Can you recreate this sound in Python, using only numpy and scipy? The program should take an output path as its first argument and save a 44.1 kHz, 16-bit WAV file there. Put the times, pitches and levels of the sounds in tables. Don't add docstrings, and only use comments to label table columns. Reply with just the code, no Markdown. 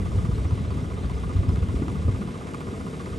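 import sys
import numpy as np
from scipy import signal
from scipy.fft import rfft, irfft
from scipy.io import wavfile
from scipy.ndimage import uniform_filter1d

SR = 44100
rng = np.random.default_rng(int(sys.argv[2]) if len(sys.argv) > 2 else 0)


def store_wav(level_fs):
    pcm = np.round(np.clip(np.atleast_2d(level_fs), -1, 1) * 32767)
    wavfile.write(sys.argv[1], SR, pcm.T.astype(np.int16))


def undo_db(level):
    steps = np.asarray(level, float) / 20
    return 10 ** steps


N = 140238

CYCLE_S = .19623
LEAD = int(CYCLE_S * SR)
KNOCK_JITTER_S, KNOCK_SPREAD_DB, MODE_SPREAD_DB = .00006, 1.0, 1.2


def rms_one(x):
    return x / np.sqrt(np.mean(x ** 2) + 1e-20)


def drift(rate):
    r = np.exp(-80 * np.pi * rate / SR)
    slow = signal.lfilter([1], [1, -2 * r, r * r], rng.standard_normal(N // 40 + 2002))[2000:]
    return np.interp(np.arange(N) / 40, np.arange(len(slow)), rms_one(slow - slow.mean()))


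def noise(spectrum, shared_db, own_db, rate):
    hz, db = np.transpose(spectrum)
    octave = np.log2(np.maximum(np.arange(N // 2 + 1) * SR / N, 1))
    white = rfft(rng.standard_normal((2, N)))
    coloured = white * undo_db(np.interp(octave, np.log2(hz), db, -99, -99))
    out, together = 0, drift(rate)
    for centre in np.arange(np.log2(hz[0]), np.log2(hz[-1]) + .5, .5):
        overlap = np.clip(1 - 2 * abs(octave - centre), 0, 1)
        band = irfft(coloured * overlap, N)
        out = out + band * undo_db(shared_db * together + own_db * drift(2 * rate))
    return rms_one(out)


def ring(clicks, hz, t60):
    r, w = undo_db(-60 / (t60 * SR)), 2 * np.pi * hz / SR
    return signal.lfilter([0, np.sin(w)], [1, -2 * r * np.cos(w), r * r], clicks + 1e-18)


def looped(rows, jitter_s, spread_db):
    s, db = np.transpose(rows)[:2]
    count = int(N / SR / CYCLE_S) + 2
    luck = rng.standard_normal((count, 2, len(s)))
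    at = s + CYCLE_S * np.arange(count)[:, None] + jitter_s * luck[:, 0]
    return (np.abs(at) * SR).astype(int), db + spread_db * luck[:, 1]


def train(at, heights):
    clicks = np.zeros(N + SR)
    np.add.at(clicks, at.ravel(), np.ravel(heights))
    return clicks


def decay(clicks, time_s):
    swell = signal.lfilter([1], [1, -np.exp(-1 / (time_s * SR))], clicks)[LEAD:LEAD + N]
    return swell / swell.max()


def burst(rows, cycles):
    t, out = np.arange(N) / SR, np.zeros(N)
    for at, db, hz in rows:
        age = np.clip((t - at) * hz / cycles, 0, 1)
        envelope = np.sin(np.pi * age ** 0.62) ** 2
        out += undo_db(db - 3) * envelope * np.sin(2 * np.pi * cycles * age)
    return out


def bird():
    # (time [s], length [s], start pitch [Hz], end pitch [Hz], level [dB])
    twitter = [(.338, .022, 4100, 4200, -56), (.365, .025, 4850, 4300, -60), (.425, .022, 4350, 4500, -59),
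               (.452, .058, 4750, 6450, -58), (.672, .02, 4100, 4150, -58), (.7, .022, 4750, 4350, -55),
               (.805, .018, 5200, 5550, -60), (.83, .018, 5900, 6300, -62), (1.015, .024, 4080, 4150, -55),
               (1.045, .024, 4900, 4450, -56), (1.1, .025, 4300, 4450, -59), (1.13, .035, 4950, 5100, -58),
               (1.17, .022, 6100, 6250, -59), (1.36, .02, 4050, 4100, -57), (1.475, .03, 5050, 5050, -56),
               (1.51, .03, 5900, 6400, -60), (1.49, .02, 4150, 4200, -57), (1.525, .022, 5000, 4950, -56)]
    t, out = np.arange(N) / SR, np.zeros(N)
    for at, length, from_hz, to_hz, db in twitter:
        age = np.clip((t - at) / length, 0, 1)
        turns = length * (from_hz * age + (to_hz - from_hz) * age ** 2 / 2)
        out += undo_db(db + 2.0) * np.sin(np.pi * age ** 1.64) * np.sin(2 * np.pi * turns)
    return out


def drone(swell):
    # (frequency [Hz], level per Hz [dB])
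    hum_colour = [(45, -26), (90, -6), (200, -3), (300, -9), (480, -11.5), (600, -18), (800, -23),
                  (1300, -30)]
    # (frequency [Hz], level per Hz [dB])
    wash_colour = [(700, -6), (1100, 0.5), (1500, 0), (1850, -3), (2100, -6), (2700, -7), (3700, -8),
                   (4300, -14.5)]
    # (frequency [Hz], level per Hz [dB])
    hiss_colour = [(3500, -18), (4500, 2.5), (6500, -0.5), (8500, -0.5), (9800, 0.5), (11100, -1),
                   (11700, -14), (12400, -36)]
    # (time [s], level [dB])
    spray = [
        (0, 1),
        (.25, .5),
        (.5, -.5),
        (.95, -.5),
        (2.2, 0),
        (2.55, -.5),
        (2.8, 1),
        (2.95, 1.5),
        (3.18, 1),
    ]
    flicker_db, puff_db = .45, 4
    flow_db = np.interp(np.arange(N) / SR, *np.transpose(spray))
    hum = undo_db(-36.5) * noise(hum_colour, shared_db=.3, own_db=.4, rate=6.0)
    wash_level = undo_db(-50 + .8 * puff_db * swell)
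    wash = wash_level * noise(wash_colour, flicker_db, 2 * flicker_db, rate=14.0)
    hiss_level = undo_db(-57.5 + flow_db + 0.97 * puff_db * swell)
    hiss = hiss_level * noise(hiss_colour, flicker_db, flicker_db, rate=17.0)
    return hum + wash + hiss


def wind():
    # (time [s], level [dB], sharpness [dB])
    gust = [(0, -26, 1.5), (.12, -28.5, -2), (.3, -26.5, -2), (.45, -28.5, 0.5), (.62, -27.5, -1),
            (1.0, -28.5, -3), (1.329, -29.5, 1.5), (1.38, -21, -2.5), (1.56, -27, 3.5), (1.7, -29, -1),
            (1.85, -28.5, 7.5), (2.0, -27.5, -0.5), (2.12, -26.5, -9), (2.22, -34.5, 4.5), (2.33, -43, 5),
            (2.7, -41.5, 5.5), (2.85, -42, 9.5), (3.18, -34.5, 0.5)]
    # (frequency [Hz], level per Hz [dB])
    low_colour = [(20, -40), (35, -17.5), (50, -2.5), (65, 1), (95, 0), (130, -8.5), (200, -14)]
    # (frequency [Hz], level per Hz [dB])
    edge_colour = [(60, -14), (110, -2), (160, 2), (250, -4.5), (400, -13.5), (700, -29)]
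    # (time [s], peak level [dB], frequency [Hz])
    buffets = [(0.24, -16, 160), (0.255, -19, 190), (0.285, -13, 145), (0.309, -23, 177.8),
               (0.459, -27, 250), (0.53, -19, 151), (0.605, -16, 170.4), (0.769, -18, 202),
               (1.35, -17, 212), (1.384, -22, 179), (1.43, -20.5, 292), (1.489, -15.5, 180),
               (1.535, -17, 170), (1.665, -20.5, 167.4), (1.74, -19.5, 386), (1.74, -21, 200),
               (1.819, -14, 276), (1.845, -20.5, 196), (1.885, -26, 180), (1.95, -15, 172.4),
               (2.079, -15, 212.5), (2.083, -22.5, 463), (2.086, -19, 289.4), (2.084, -11, 109.7),
               (2.206, -17, 180), (2.25, -19.5, 207), (2.274, -18.5, 186), (2.726, -21, 226)]
    # (time [s], peak level [dB], frequency [Hz])
    surges = [(0.163, -13.5, 92), (0.252, -14.5, 82.3), (0.301, -18, 58.6), (0.446, -14, 80.5),
              (0.515, -13.5, 96.7), (1.039, -21, 68.2), (1.354, -14, 88.5), (1.384, -10.5, 80.7),
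              (1.477, -8, 89), (1.518, -14, 59.8), (1.615, -12.5, 73), (1.74, -14, 59.6),
              (2.046, -14.5, 88.2), (2.124, -18.5, 96)]
    low_flicker_db, edge_flicker_db, evenness = 1.8, 1.6, 0.22
    s, level_db, sharp_db = np.transpose(gust)
    t = np.arange(N) / SR
    level_db, sharp_db = np.interp(t, s, level_db), np.interp(t, s, sharp_db)
    low = noise(low_colour, low_flicker_db, low_flicker_db, rate=4.3)
    power = uniform_filter1d(low[0] ** 2, size=2500)
    low = undo_db(level_db) * low / (power + 0.022) ** (evenness / 2)
    mean_db = level_db.mean()
    edge_db = mean_db + 0.66 * (level_db - mean_db) - 7 + sharp_db
    out = low + undo_db(edge_db) * noise(edge_colour, edge_flicker_db, edge_flicker_db, rate=5.7)
    out[0] += burst(buffets, cycles=2.8) + burst(surges, cycles=3.98)
    return out


def valve_puffs():
    # (time in cycle [s], level [dB])
    valves = [
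        (.003, -6),
        (.019, -1),
        (.051, 0),
        (.064, -4),
        (.1155, -1),
        (.131, -6),
        (.149, 0),
        (.157, -3),
        (.181, -2),
    ]
    at, db = looped(valves, KNOCK_JITTER_S, KNOCK_SPREAD_DB)
    return decay(train(at, undo_db(db)), time_s=0.014)


def valve_gear():
    # (time in cycle [s], level [dB])
    contacts = [(.001, 5), (.0105, 1), (.0225, -3), (.0295, -4), (.052, -7), (.0595, 6.5), (.071, -7),
                (.092, -1), (.119, -16), (.128, 3), (.136, -3), (.1505, 4.5), (.155, -4.5), (.164, -17),
                (.193, -18)]
    # (frequency [Hz], level [dB], t60 [s])
    cover = [
        (2050, 0, .11),
        (2130, 0, .1),
        (2306, -4, .07),
        (2490, -4, .06),
        (3570, -12, .03),
    ]
    at, db = looped(contacts, .0003, KNOCK_SPREAD_DB)
    ticks = 0
    for hz, level_db, t60 in cover:
        own_db = rng.normal(0, MODE_SPREAD_DB, db.shape)
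        ticks = ticks + ring(train(at, undo_db(db + level_db + own_db)), hz, t60)
    return undo_db(-59.5) * rms_one(ticks[LEAD:LEAD + N])


def exhaust():
    # (time in cycle [s], level [dB])
    firings = [
        (.054, -3.5),
        (.119, 4),
        (.185, 1),
        (.02, -3),
        (.088, -3),
        (.146, -1.5),
    ]
    # (frequency [Hz], level [dB], t60 [s])
    modes = [(94.4, 2, 0.55), (197, 2, 0.31), (234, -3, 0.33), (258.3, -1, 0.33), (299, -5.5, 0.14),
             (366.5, -3.5, 0.37), (398.4, -2, 0.61), (436.2, -1.5, 0.49), (470, -4.5, 0.57),
             (491.4, -4, 0.11)]
    at, db = looped(firings, jitter_s=.0001, spread_db=1.0)
    fire, pipe = train(at, undo_db(db)), 0
    for k, (hz, level_db, t60) in enumerate(modes):
        pipe = pipe + (-1) ** k * undo_db(level_db) * ring(fire, hz, t60)
    pipe = signal.lfilter([.1], [1, -.9], pipe)
    return undo_db(-39.5) * rms_one(pipe[LEAD:LEAD + N])


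def casing():
    # (time in cycle [s], level [dB], extra of low, of middle, of high modes [dB])
    knocks = [(.0015, -7.5, 1, 10.5, 4), (0.012, -9.5, 8, 2, 2), (.030, -11.5, 14, 0, -8),
              (0.0558, 1, -0.5, 4.5, -3), (0.0594, -4.5, 8.5, 2, 0), (.0635, -2, -3, -8, 10),
              (0.0703, -6.5, -6, 0, 3), (0.08, -16, 0, -2, -7), (.087, -10.5, 4, 4, -2),
              (0.1163, 3.5, -5, -3, -8), (0.1193, -1, -2, 5.5, 3), (0.126, -7.5, 10.5, 11.5, -7),
              (0.1332, -6.5, -4, 10, 11), (0.1354, -8.5, 2, 6, 7), (.149, -22, 0, 0, -4),
              (.160, -17, 6, 5, 0), (0.1821, -5.5, -12, 0, -6), (.1865, 0, -3, 0, -7), (.192, -3, 1, 0, -1)]
    # (frequency [Hz], level [dB], t60 [s])
    block = [
        (660, -1, 0.04),
        (1008, -5, 0.055),
        (1110, -4, 0.065),
        (1210, 2.5, 0.07),
        (1432, -4, 0.03),
    ]
    # (frequency [Hz], level per Hz [dB])
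    rattle_colour = [(700, -13), (1200, 2), (1500, -7), (2800, -16)]
    at, db = looped(knocks, KNOCK_JITTER_S, KNOCK_SPREAD_DB)
    low_db, middle_db, high_db = np.transpose(knocks)[2:]
    knock = 0
    for k, (hz, level_db, t60) in enumerate(block):
        own_db = rng.normal(0, MODE_SPREAD_DB, db.shape)
        if hz < 800:
            extra_db = low_db
        elif hz < 1150:
            extra_db = middle_db
        else:
            extra_db = high_db * (hz > 1300)
        knock = knock + (-1) ** k * ring(train(at, undo_db(db + own_db + level_db + extra_db)), hz, t60)
    shake = decay(train(at, undo_db(db)), time_s=0.0012)
    rattle = rms_one(shake * noise(rattle_colour, shared_db=-3.5, own_db=4.0, rate=3.8)[0])
    return undo_db(-46.5) * rms_one(knock[LEAD:LEAD + N]) + undo_db(-52.5) * rattle


def engine():
    return casing() + exhaust() + valve_gear()


def scene():
    out = drone(valve_puffs()) + wind()
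    out[0] += engine() + bird()
    return out


def low_pass(x):
    return signal.sosfilt(signal.butter(12, 12200, fs=SR, output="sos"), x)


def record(dry):
    # (frequency [Hz], phase [rad])
    channel_phase = [(0, -0.5), (1300, 2), (1750, 3.0), (1950, 5.5), (2800, 7.0), (3600, 6.5), (5000, 6.5)]
    # (frequency [Hz], phase [rad])
    top_phase = [(5300, 0), (7500, 0), (7600, .35), (8250, .35), (8300, 0), (8870, 0), (8950, -.6),
                 (9500, -2.05), (10200, -3.14), (11500, -5.6), (11600, -2 * np.pi)]
    # (frequency [Hz], level [dB])
    channel_balance = [(0, 0), (450, 2), (750, -1.5), (1300, -4), (1800, 4), (2600, -5), (3200, 0.5),
                       (4000, -0.5)]
    # (frequency [Hz], likeness [0-1])
    channel_likeness = [(0, 1), (150, .92), (350, .82), (700, .72), (1200, 0.66), (1750, 0.3), (2200, 0.8),
                        (3500, .9), (4600, .95)]
    mono_hz, top_edge_hz, top_open = 5300, 11730, .8
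    wide = np.pad(dry, [(0, 0), (2000, 2000)], mode="reflect")
    size = wide.shape[1]
    hz = np.arange(size // 2 + 1) * SR / size
    tables = (channel_phase, top_phase, channel_balance)
    phase, top, balance_db = (np.interp(hz, *np.transpose(table)) for table in tables)
    phase = np.where(hz < mono_hz, phase, 2 * np.pi + top)
    alike = np.clip(np.interp(hz, *np.transpose(channel_likeness + [(mono_hz, 1)])), 0, 1)
    common, apart = rfft(wide) * np.sqrt([(1 + alike) / 2, (1 - alike) / 2])
    turn = np.exp(.5j * phase) * undo_db(balance_db * (hz < mono_hz) / 2)
    channels = np.array([(common + apart) * turn, (common - apart) / turn])
    body = irfft(channels * (hz < top_edge_hz), size)[:, 2000:-2000]
    edge = irfft(channels * (hz >= top_edge_hz), size)[:, 2000:-2000]
    is_open = drift(10) + np.linspace(-1, 1, N) > top_open
    gate = uniform_filter1d(1. * is_open, size=600)
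    return low_pass(body + 2 * gate * edge)


dry = scene()
out = record(dry)
store_wav(out)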